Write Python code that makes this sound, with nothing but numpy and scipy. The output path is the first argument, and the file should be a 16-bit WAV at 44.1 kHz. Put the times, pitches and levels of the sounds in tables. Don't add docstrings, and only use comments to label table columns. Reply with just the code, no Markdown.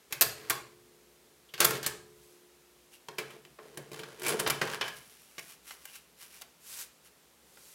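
import sys
import numpy as np
from scipy import signal
from scipy.fft import rfft, irfft, next_fast_len
from scipy.io import wavfile

SR = 44100
rng = np.random.default_rng(int(sys.argv[2]) if len(sys.argv) > 2 else 0)


def master(y):
    cut = np.clip(np.atleast_2d(y).T, -1, 1)
    pcm = np.round(cut * 32767)
    wavfile.write(sys.argv[1], SR, pcm.astype(np.int16))


N = 341533


def undb(db):
    return 10 ** (np.asarray(db) / 20)


def fade(t, t60):
    return np.exp(-np.log(1000) * t / t60)


def colour(x, points):
    hz, db = np.transpose(points)
    size = next_fast_len(len(x), True)
    f = np.maximum(np.arange(size // 2 + 1) * SR / size, 1)
    gain = undb(np.interp(np.log(f), np.log(hz), db))
    y = irfft(rfft(x, size) * gain, size)[:len(x)]
    return y / y.std()


def resonate(x, body, gain_db):
    rings = sum(undb(db) * signal.lfilter(*signal.iirpeak(hz, hz / width, fs=SR), x)
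                for hz, width, db in body)
    return undb(gain_db) * (x + rings)


def add(track, s, sound):
    start = max(int(s * SR), 0)
    track[start:start + len(sound)] += sound[:N - start]


def room_tone(level_db=-63):
    # frequency in Hz, level in dB.
    spectrum = [(42, -23), (62, 8.5), (85, -14), (150, 1), (290, -1.5), (440, 1.5), (750, -5), (1700, -7),
                (13000, -12), (16000, -18)]
    return undb(level_db) * colour(rng.standard_normal(N), spectrum)


def drag(start, length, attack_s=0.0047, t60=0.11):
    t = np.arange(N) / SR - start
    return np.clip(t / attack_s, 0, 1) * fade(np.clip(t - length, 0, 1), t60)


def friction(spectrum, rate, spread_db):
    slips = (rng.random(N) < rate / SR) * rng.standard_normal(N)
    sizes = undb(spread_db * np.clip(rng.standard_normal(N), -2, 2))
    return colour(slips * sizes, spectrum)


def waver(rate, depth_db):
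    turns = np.cumsum(rng.exponential(1 / rate, int(2 * rate * N / SR)))
    levels = 2 * rng.random(len(turns)) - 1
    return undb(depth_db * np.interp(np.arange(N) / SR, turns, levels))


def slide(rows, rate, spread_db, catch_db):
    # frequency in Hz, level in dB.
    scrape_colour = [(200, -21), (800, 3.5), (2000, 4.5), (9500, -5.5), (16000, -13)]
    judder_colour = [(30, -37), (90, -36), (140, -4.5), (270, -3), (370, 1.5), (460, 4.5), (700, -7),
                     (3000, -46)]
    pushes = np.array([drag(start, length) for start, length, _, _ in rows])
    scrape_db, judder_db = np.transpose(rows)[2:]
    scrape = undb(scrape_db) @ pushes * friction(scrape_colour, rate, spread_db)
    judder = undb(judder_db) @ pushes * friction(judder_colour, rate, spread_db)
    return (scrape + judder) * waver(rate=90, depth_db=catch_db)


def soften(spectrum, edge_db, hard_hz=21970, db_per_octave=11.5):
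    corner_hz = hard_hz * 2 ** (edge_db / db_per_octave)
    return [(hz, db - 10 * np.log10(1 + (hz / corner_hz) ** 4)) for hz, db in spectrum]


def ring(modes, tone, t, db_per_octave=10):
    hz, width, db = np.transpose(modes)[:, :, None]
    gain = undb(db - db_per_octave * np.abs(np.log2(hz / tone))) * np.sqrt(width) / 10
    waves = np.sin(2 * np.pi * (hz * t + rng.random(hz.shape)))
    return np.sum(gain * np.exp(-np.pi * width * t) * waves, axis=0)


def hollow(t, centre_hz=404.3, spread=0.0892, t60=0.34, count=3):
    hz = centre_hz * (1 + spread * rng.standard_normal((count, 1)))
    waves = np.sin(2 * np.pi * (hz * t + rng.random((count, 1))))
    return np.mean(waves, axis=0) * fade(t, t60)


def blows(hits, modes, ring_db, contact_s, crack_db, boom_db, thump_db, hollow_db, boom_t60, thump_t60):
    # frequency in Hz, level in dB.
    boom_colour = [(40, -38), (90, -22), (115, -14), (140, 7), (200, -8), (400, -27.5), (2000, -75)]
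    thump_colour = [(40, -44.5), (150, -8), (280, -3.5), (360, 0), (650, -1.5), (1200, -32.5),
                    (4000, -59.5)]
    knock_colour = [(200, -16), (550, -4), (1800, 0.5), (3200, -2.5), (5500, -4), (8500, -11.5),
                    (16000, -35)]
    edge_colour = [(1500, -22), (5000, -6.5), (7500, 0.5), (13000, 0.5), (16000, -5)]
    out, t = np.zeros(N), np.arange(16384) / SR
    push = 1 - np.exp(-t / contact_s)
    crack = undb(crack_db) * fade(t, t60=0.0019)
    for s, db, bass, edge, t60, tone in hits:
        parts = [(boom_colour, undb(bass + boom_db) * fade(t, boom_t60)),
                 (thump_colour, undb(bass + thump_db) * fade(t, thump_t60)),
                 (soften(knock_colour, edge), fade(t, t60)),
                 (edge_colour, undb(edge + 5) * (fade(t, t60) + crack))]
        clatter = sum(colour(rng.standard_normal(len(t)), points) * decay for points, decay in parts)
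        ringing = undb(ring_db) * ring(modes, tone, t) + undb(bass + hollow_db) * hollow(t)
        struck_spot = [(tone, tone / 3, 0)]
        add(out, s, resonate(push * (clatter + ringing), struck_spot, db))
    return out


def deck():
    # start in seconds, level, bass and edge in dB, ring t60 in seconds, spot tone in Hz.
    hits = [(.1244, -26, -16, -4, 0.052, 2420), (.2102, -17, -20.5, 0, 0.029, 13700),
            (.2153, -14, -29, -4, 0.025, 13500), (.2212, -16, -34, 0.5, 0.033, 4600),
            (.4986, -23, -42, 2, 0.046, 2060), (.504, -20.5, -19.5, -12, 0.057, 1076),
            (1.538, -33.5, -15.5, -12.5, 0.06, 3320), (1.5785, -38, -6, -14, 0.047, 2870),
            (1.6035, -16.5, -22, 0.5, 0.037, 3230), (1.6451, -19.5, -10.5, 0, 0.015, 550),
            (1.648, -13.5, -34, 1.5, 0.019, 3050), (1.651, -16, -31, 3, 0.022, 1410),
            (1.707, -25, -7, -5.5, 0.041, 1870), (1.829, -33, -15, -8.5, 0.081, 7000),
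            (1.842, -35, -31, -19, 0.18, 3390), (1.8631, -21.5, -18, -5.5, 0.058, 8400)]
    # frequency and width in Hz, level in dB.
    body = [(338, 38, -1.5), (418.4, 23, -3.5), (1099, 40, -3), (1378, 50, -9.5), (1620, 140, -7.5),
            (3415, 83, -13), (4500, 400, -5.5), (12300, 90, -7), (13200, 1200, -2)]
    # start and length in seconds, scrape and judder in dB.
    travels = [(.105, 0.029, -49.5, -54), (.36, 0.22, -50, -55.5), (1.584, 0.025, -40, -45.5),
               (1.6, 0.032, -25, -33), (1.715, 0.054, -35.5, -40.5)]
    clacks = blows(hits, body, ring_db=-6, contact_s=0.0002, crack_db=-1,
                   boom_db=-2.5, thump_db=-5.5, hollow_db=-1, boom_t60=0.09, thump_t60=0.18)
    sliding = slide(travels, rate=6000, spread_db=1.5, catch_db=3)
    return resonate(clacks + sliding, body, gain_db=-5.5)


def springs():
    # start in seconds, pitch in Hz, level in dB, t60 in seconds.
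    notes = [(0.214, 429, -55, 2.9), (0.26, 111, -52, 1), (0.69, 248, -63, 2.34), (0.57, 355, -63.5, 4.8),
             (1.65, 139, -46, 0.64), (1.649, 355, -60, 5.5), (1.648, 428, -49, 1.95),
             (1.649, 1000, -64, 2.9)]
    out, t = np.zeros(N), np.arange(131072) / SR
    for s, hz, db, t60 in notes:
        note = undb(db) * np.sin(2 * np.pi * hz * t) * fade(t, t60)
        add(out, s, note * waver(rate=10, depth_db=2)[:len(t)])
    return out


def pitched_bursts(rows, q):
    out = np.zeros(N)
    for start, length, hz, db in rows:
        song = signal.lfilter(*signal.iirpeak(hz, q, fs=SR), rng.standard_normal(N))
        out += undb(db) * drag(start, length) * song / song.std()
    return out


def tick_and_squeaks():
    # start and length in seconds, pitch in Hz, level in dB.
    bursts = [(1.487, .008, 3180, -56), (2.925, .03, 2780, -60.5), (5.868, .025, 2820, -57),
              (5.935, 0.037, 2730, -58), (6.328, 0.015, 2340, -61)]
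    return pitched_bursts(bursts, q=17)


def strokes(rows):
    t = np.arange(N) / SR
    return sum(undb(db) * np.exp(-np.minimum((2 * (t - middle) / length) ** 2, 20))
               for middle, length, db in rows)


def sleeve():
    # middle and length in seconds, level in dB.
    brushes = [(2.27, 0.26, -64.5), (6.74, 0.17, -45), (6.81, 0.055, -43.5), (7.73, 0.43, -56.5)]
    # frequency in Hz, level in dB.
    cloth = [(300, -15), (1100, -2.5), (7000, 4.5), (12000, 4.5), (16000, -3.5)]
    return strokes(brushes) * friction(cloth, rate=15000, spread_db=-2)


def in_hand():
    # start in seconds, level, bass and edge in dB, ring t60 in seconds, spot tone in Hz.
    hub_ticks = [(5.381, -35, -8.5, -15, 0.055, 1950), (5.392, -38, -35, -4, 0.035, 2100),
                 (5.707, -40, -32, -16, 0.047, 1420), (5.854, -39.5, -24, 3, 0.021, 1520),
                 (6.413, -44, -31, -1, 0.021, 810), (6.418, -39, -24, -4, 0.036, 3380),
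                 (7.571, -44.5, -14, -34, 0.03, 1110)]
    # frequency and width in Hz, level in dB.
    shell = [(808, 42, -7), (2080, 52, -6), (2400, 74, -9), (2820, 200, -1.5), (5620, 210, -3)]
    # middle and length in seconds, level in dB.
    rubs = [(2.945, 0.057, -57), (4.972, 0.04, -52.5), (5.07, 0.71, -58.5), (5.44, 0.11, -57),
            (5.515, 0.065, -52.5), (5.70, 0.09, -49), (5.89, 0.22, -55.5), (5.955, 0.043, -50.5),
            (6.23, 0.08, -50.5), (6.36, 0.13, -54), (7.065, 0.053, -59)]
    # frequency in Hz, level in dB.
    skin = [(300, -28), (1100, -3), (2500, -1), (8000, -2.5), (11000, 1), (16000, -8.5)]
    ticks = blows(hub_ticks, shell, ring_db=-1, contact_s=0.00063, crack_db=4,
                  boom_db=-8.5, thump_db=-9, hollow_db=-30, boom_t60=0.061, thump_t60=0.17)
    rubbing = undb(1.5) * strokes(rubs) * friction(skin, rate=3500, spread_db=-0.5)
    return resonate(ticks + rubbing, shell, gain_db=-2.5)


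def cassette():
    # start in seconds, level, bass and edge in dB, ring t60 in seconds, spot tone in Hz.
    hits = [(3.085, -28, -11.5, -18, 0.024, 1005), (3.183, -27.5, -4.5, -9.5, 0.076, 2400),
            (3.304, -45, -7, -11, 0.059, 2580), (3.450, -41.5, -7.5, -12, 0.021, 2770),
            (3.587, -41, -6, -43, 0.065, 605), (3.773, -33.5, 1, -2.5, 0.037, 1900),
            (3.916, -41.5, 7, -6, 0.043, 2400), (3.931, -40, -13, -6.5, 0.037, 4560),
            (3.991, -38, 2, -10.5, 0.078, 3060), (4.033, -36, -11, -16, 0.05, 1400),
            (4.196, -47, -16, 5.5, 0.028, 3400), (4.218, -35.5, 0, -4, 0.04, 2210),
            (4.232, -38, -17, 1, 0.031, 2300), (4.248, -34, 2, -4, 0.036, 2310),
            (4.2635, -24.5, -5, -5.5, 0.06, 2400), (4.281, -30, -4, 4, 0.035, 8100),
            (4.291, -27.5, -7, -4.5, 0.064, 9900), (4.3965, -26, 1, -2, 0.044, 9900),
            (4.463, -21, -1.5, -29, 0.093, 870), (4.474, -23.5, -10, -5, 0.045, 3400),
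            (4.4995, -17.5, -23, -4, 0.022, 4800), (4.503, -17.5, -33, -4.5, 0.028, 2280),
            (4.614, -20.5, -0.5, -19, 0.069, 1570), (4.671, -34, -20, -16, 0.11, 1050),
            (4.734, -30, -30, -32, 0.039, 1560), (4.8105, -19, -17, -23, 0.049, 3000),
            (4.827, -26, -16.5, -29, 0.031, 2090), (4.879, -30, -44, -12, 0.048, 1680)]
    # frequency and width in Hz, level in dB.
    body = [(373, 18, -3.5), (425, 31, 2.5), (1020, 250, -5), (1430, 110, -10.5), (1653, 42, -7),
            (2357, 24, -9), (3053, 100, -3.5), (3420, 40, -21), (4870, 140, -12.5), (10200, 400, -2.5)]
    # start and length in seconds, scrape and judder in dB.
    tugs = [(3.174, 0.19, -53.5, -53), (3.62, 0.38, -57, -54), (3.94, 0.066, -45, -50),
            (4.05, 0.32, -48.5, -53), (4.228, 0.046, -35.5, -44.5), (4.272, 0.037, -35, -37.5),
            (4.316, 0.029, -39, -31.5), (4.388, 0.022, -29, -39), (4.62, 0.029, -34, -40),
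            (4.693, 0.054, -33.5, -44.5), (4.83, 0.06, -40.5, -54.5)]
    # start and length in seconds, pitch in Hz, level in dB.
    squeals = [(4.23, .07, 2270, -41), (4.286, .008, 10250, -36)]
    knocks = blows(hits, body, ring_db=-3, contact_s=0.00082, crack_db=4,
                   boom_db=-16, thump_db=-9, hollow_db=-11, boom_t60=0.24, thump_t60=0.21)
    scraping = undb(-3.5) * slide(tugs, rate=1400, spread_db=0, catch_db=4)
    return resonate(knocks + scraping + pitched_bursts(squeals, q=28), body, gain_db=-5)


def reflections(x, gap_s=0.00064, build_s=0.0021, size=65536, bands=16):
    # frequency in Hz, t60 in seconds, level in dB.
    decays = [(129, 0.94, -2), (411.4, 0.46, -1.5), (1188, 0.43, -3), (7850, 0.39, -9), (14980, 0.22, -11)]
    hz, t60, db = np.transpose(decays)
    t, f = np.arange(size) / SR, np.arange(size // 2 + 1) * SR / size
    centres = np.geomspace(80, 16000, bands)
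    noise, tail = rfft(rng.standard_normal(size)), np.zeros(size)
    for centre, pick in zip(centres, np.eye(bands)):
        band_t60, band_db = (np.interp(np.log(centre), np.log(hz), column) for column in (t60, db))
        band = irfft(noise * np.interp(f, centres, pick))
        shape = fade(t, band_t60) * np.clip((t - gap_s) / build_s, 0, 1)
        tail += undb(band_db) * band * shape / np.linalg.norm(shape)
    return signal.fftconvolve(x, tail)[:N]


def scene():
    # frequency and width in Hz, level in dB.
    room_modes = [(112.6, 3.9, -3), (140.4, 9.6, 3.5)]
    machine = deck() + cassette() + springs()
    hand = in_hand() + tick_and_squeaks() + sleeve()
    walls = reflections(machine + undb(-0.5) * hand)
    walls += reflections(deck() + cassette())
    return (machine + hand + resonate(walls, room_modes, gain_db=-2.5) + room_tone())[None]


def record(dry, low_cut_hz=45, top_hz=15900):
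    thin = signal.sosfilt(signal.butter(3, low_cut_hz, "highpass", fs=SR, output="sos"), dry)
    return signal.sosfilt(signal.ellip(10, .2, 75, top_hz, fs=SR, output="sos"), thin)


dry = scene()
out = record(dry)
master(out)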